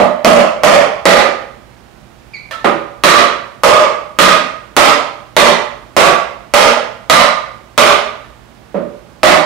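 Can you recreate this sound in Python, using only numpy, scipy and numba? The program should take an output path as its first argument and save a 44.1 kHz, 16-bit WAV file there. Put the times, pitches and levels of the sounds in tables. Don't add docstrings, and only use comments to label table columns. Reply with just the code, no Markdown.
import sys
import numpy as np
from scipy import signal
from scipy.fft import rfft, irfft, next_fast_len
from scipy.io import wavfile
from scipy.ndimage import uniform_filter1d
from numba import njit

SR = 44100
rng = np.random.default_rng(int(sys.argv[2]) if len(sys.argv) > 2 else 0)


def digitize_waveform(pressure):
    field = np.atleast_2d(pressure).T
    bounded = np.clip(field, -1, 1)
    quanta = np.round(bounded * 32767).astype(np.int16)
    wavfile.write(sys.argv[1], SR, quanta)


N = 416744

# start_s, strength_db, main_ring_hz, panel_drive_db
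BLOWS = [(0.0, -7.5, 684, 9.5), (0.247, 7.5, 692, 4.5), (0.635, 7, 577, 2.5), (1.055, 6, 578, 0.5),
         (2.644, -10, 590, 1.5), (3.037, 9, 600, -1.5), (3.635, 8.5, 610, 5.5), (4.188, 5, 560, -6),
         (4.766, 5.5, 674, 1), (5.366, 4, 594, 1.5), (5.966, 4, 692, 0.5), (6.538, 7, 598, -0.5),
         (7.098, 5, 625, 0), (7.778, 5, 647, -3), (8.743, -18, 588, 1.5), (9.232, 3.5, 625, 2)]
COLOUR_HZ = [60, 170, 340, 610, 1150, 2300, 6000]
HAND_ON_TOP_DB = [-13, 5, 0.5, 1, -0.24, 0.5, -0.5]
HAND_AT_CORNER_DB = [-14.5, -1.0, -0.15, -0.5, 1.44, 1.2, 1]
# start_s, end_s
HAND_AT_CORNER_S = (1.8, 8.25)
# pitch_hz, share (0 to 1)
THUMP_RANGE = [(340, 1), (610, 0)]
# pitch_hz, share (0 to 1)
PANEL_RANGE = [(340, 0), (610, 1), (1150, 0)]
# pitch_hz, level_db, t60_s
BOX_MODES = [(151.4, -18.5, 0.18), (189.2, -16, 0.27), (235.8, -12.5, 0.43), (334, -4, 0.032),
             (427.6, -14.5, 0.14), (551.3, -11, 0.17), (578.5, -0.5, 0.12), (645.6, -8, 0.23),
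             (714.3, -9.5, 0.14), (821, -4, 0.047), (960, -74, 0.1), (1170, -2.5, 0.071), (1211, -5, 0.11),
             (1257, -4, 0.14), (1883, -14.5, 0.28), (1970, -4.5, 0.022), (2720, -20, 0.1),
             (3920, -5, 0.0065)]
# pitch_hz, level_db (relative, per hertz)
BOARDS = [(40, -15), (110, -27.5), (170, 0.5), (330, -2.5), (600, 9.5), (800, 1), (1250, 6), (1600, -2),
          (2100, -1), (4000, -7), (6000, -12), (10000, -18.5), (15000, -28.5)]
# start_s, length_s, start_hz, end_hz, level_db, overtone_step_db
SQUEAKS = [(2.335, 0.046, 2407, 1920, -33, -7.5), (2.532, 0.035, 1353, 1260, -31.5, -27)]
# start_s, level_db
TICKS = [(2.510, -29), (8.245, -51)]
# pitch_hz, level_db, t60_s
TICK_MODES = [(1780, 7, 0.09), (2270, -13, 0.13), (2960, 0, 0.06), (3740, -3, 0.06)]
# pitch_hz, t60_s
ROOM_T60 = [(100, 0.42), (260, 0.51), (700, 0.63), (2000, 0.59), (5000, 0.5), (9000, 0.39), (15000, 0.043)]
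# pitch_hz, level_db (relative, per hertz)
AIR = [(15, -29), (25, -47), (48, -4.5), (90, -14), (121, -10.5), (224, -11), (301, -16), (344, -12),
       (383, -17.5), (749, -17.5), (2780, -28.5), (15000, -46)]
# pitch_hz, level_db (RMS)
HUM = [(59.5, -60.5), (119, -57)]

MAIN_RING_DB, MAIN_RING_SHARE = -1.5, 0.13
PUSH_S, CONTACT_HZ, STIFFEN_DB_PER_OCTAVE = 0.00033, 8700, 5.5
THUMP_SLOPE = 0.25
TOP_HZ, LEFT_TOP_HZ = 15700, 11400


def blow_colour(s, strength_db, stiffness, panel_db):
    hz = np.array(COLOUR_HZ)
    at_corner = HAND_AT_CORNER_S[0] < s < HAND_AT_CORNER_S[1]
    hand_db = HAND_AT_CORNER_DB if at_corner else HAND_ON_TOP_DB
    spot_db = panel_db * on_log_axis(hz, PANEL_RANGE)
    rubber_db = -20 * np.log10(1 + (hz / (CONTACT_HZ * stiffness)) ** 2)
    thump_db = -THUMP_SLOPE * strength_db * on_log_axis(hz, THUMP_RANGE)
    return hand_db + spot_db + rubber_db + thump_db


def knock(main_hz, main_db, tone_db, boards_db, push_s, main_t60=0.095, chatter_t60=0.082,
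          snap_db=-4, snap_t60=0.0047, detune=0.006, scatter_db=3.0):
    t = seconds(0.45)
    all_modes = [(main_hz, main_db, main_t60), *BOX_MODES]
    hz, db, t60 = np.transpose(all_modes)[:, :, None]
    grip, spot = rng.standard_normal((2, len(hz), 1))
    modes = unit(np.sin(2 * np.pi * hz * (1 + detune * grip) * t) * fade(t, t60))
    sign = rng.choice([-1, 1], hz.shape)
    sign[np.abs(hz - main_hz) < 30] = 1
    push = 1 - np.exp(-t / push_s)
    ring = push * np.sum(sign * modes * undb(db + scatter_db * spot), axis=0)
    chatter = unit(fade(t, chatter_t60))
    snap = undb(snap_db) * unit(fade(t, snap_t60))
    contact = push * rng.standard_normal(len(t)) * (chatter + snap)
    boards = unit(colour(even(contact, width_hz=23.6), BOARDS))
    wood = unit(ring) + undb(boards_db) * boards
    return unit(colour(wood, list(zip(COLOUR_HZ, tone_db))))


def squeak(length, start_hz, end_hz, step_db, waver=0.023, die_t60=0.11):
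    t = seconds(length)
    wobble = uniform_filter1d(rng.standard_normal(len(t)), size=40)
    hz = np.linspace(start_hz, end_hz, len(t)) * (1 + waver * wobble / wobble.std())
    phase = 2 * np.pi * np.cumsum(hz) / SR
    drag = np.sqrt(2 * t / length)
    tone = sum(undb(step_db * k ** 1.7) * drag ** k * np.sin((k + 1) * phase) for k in range(3))
    swell = np.sqrt(np.sin(np.pi * t / length))
    return unit(tone * swell * fade(t, die_t60))


def tick(t60=0.044, ring_db=-3):
    t = seconds(.2)
    crack = even(rng.standard_normal(len(t)) * fade(t, t60), width_hz=660)
    crack_colour = [(100, -19), (600, 4), (2000, 1.5), (3500, -1.0), (6000, -13), (14000, -25)]
    crack = unit(colour(crack, crack_colour))
    ring = sum(undb(db) * unit(np.sin(2 * np.pi * hz * t) * fade(t, ring_t60))
               for hz, db, ring_t60 in TICK_MODES)
    return unit(crack + undb(ring_db) * unit(ring))


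def workshop(x, direct_db=-8, build_s=0.0041, early_db=-2, early_t60=0.14, alike_hz=220, spread=0.74):
    t = seconds(.8)
    hz = np.fft.rfftfreq(len(t), 1 / SR)
    mid, side = rfft(rng.standard_normal((2, len(t))))
    apart = spread * hz / np.hypot(hz, alike_hz)
    spectrum = mid + np.array([[1], [-1]]) * apart * side
    centres, t60s = np.transpose(ROOM_T60)
    bands = [on_log_axis(hz, list(zip(centres, row))) for row in np.eye(len(centres))]
    late = sum(irfft(spectrum * band, len(t)) * fade(t, t60) for band, t60 in zip(bands, t60s))
    early = irfft(spectrum, len(t)) * fade(t, early_t60)
    build_up = 1 - np.exp(-t / build_s)
    echo = (late + undb(early_db) * early) * build_up
    response = np.array([even(channel, width_hz=49) for channel in echo])
    response[:, 0] += undb(direct_db)
    response[1] = np.roll(response[1], 1)
    return signal.fftconvolve(x[None], response, axes=1)


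def background(air_db=-48, tilt_db=1, shared=0.55):
    left, right, both = rng.standard_normal((3, N))
    air = unit(colour(np.array([left, right]) + shared * both, AIR)) * np.sqrt(N)
    t = np.arange(N) / SR
    hum = sum(np.sqrt(2) * undb(db) * np.sin(2 * np.pi * hz * t) for hz, db in HUM)
    return undb([[air_db - tilt_db], [air_db + tilt_db]]) * air + hum


def undb(db):
    return 10 ** (np.asarray(db) / 20)


def seconds(length):
    return np.arange(int(length * SR)) / SR


def unit(x):
    return x / np.sqrt(np.sum(x ** 2, axis=-1, keepdims=True))


def fade(t, t60):
    return np.exp(-np.log(1000) * t / t60)


def on_log_axis(hz, points):
    f, value = np.transpose(points)
    return np.interp(np.log(np.maximum(hz, 1)), np.log(f), value)


def colour(x, points):
    n = 2 * next_fast_len(x.shape[-1])
    gain = undb(on_log_axis(np.fft.rfftfreq(n, 1 / SR), points))
    cepstrum = irfft(np.log(gain))
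    cepstrum[1:n // 2] *= 2
    cepstrum[n // 2 + 1:] = 0
    return irfft(rfft(x, n) * np.exp(rfft(cepstrum)))[..., :x.shape[-1]]


def even(x, width_hz):
    power = np.abs(rfft(x)) ** 2
    smooth = uniform_filter1d(power, size=max(int(width_hz * len(x) / SR), 1))
    hz = np.fft.rfftfreq(len(x), 1 / SR)
    inverse_db = -10 * np.log10(smooth + 1e-12)
    return unit(colour(x, np.column_stack([hz, inverse_db])[1:]))


def add(track, s, sound):
    i = max(int(s * SR), 0)
    track[:, i:i + sound.shape[1]] += sound[:, :N - i]


@njit
def follow(x, attack_s, release_s):
    out, e = np.empty(len(x)), 0.
    for i in range(len(x)):
        e += (x[i] - e) / (SR * (attack_s if x[i] > e else release_s))
        out[i] = e
    return out


def low_pass(x, hz):
    return signal.sosfiltfilt(signal.ellip(10, .05, 50, hz, fs=SR, output="sos"), x)


def scene(mallet_db=32, joint_db=32, chatter_db=3.0, chatter_growth=0.055):
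    out = background()
    for s, db, main_hz, panel_db in BLOWS:
        stiffness = 2 ** (db / STIFFEN_DB_PER_OCTAVE)
        main_db = MAIN_RING_DB + MAIN_RING_SHARE * panel_db
        boards_db = chatter_db + chatter_growth * db
        tone_db = blow_colour(s, db, stiffness, panel_db)
        blow = knock(main_hz, main_db, tone_db, boards_db, PUSH_S / stiffness)
        add(out, s, undb(mallet_db + db) * workshop(blow))
    for s, length, start_hz, end_hz, db, step_db in SQUEAKS:
        slip = squeak(length, start_hz, end_hz, step_db)
        add(out, s, undb(joint_db + db) * workshop(slip, direct_db=-3))
    for s, db in TICKS:
        add(out, s, undb(joint_db + db) * workshop(tick()))
    return out


def record(dry, ceiling_db=-2, attack_s=0.00021, release_s=0.017, right_db=8.5):
    peak = follow(np.max(np.abs(dry), axis=0), attack_s, release_s)
    left, right = dry / np.maximum(peak / undb(ceiling_db), 1)
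    clipped = np.clip([low_pass(left, LEFT_TOP_HZ), right * undb(right_db)], -1, 1)
    return low_pass(clipped, TOP_HZ)


dry = scene()
out = record(dry)
digitize_waveform(out)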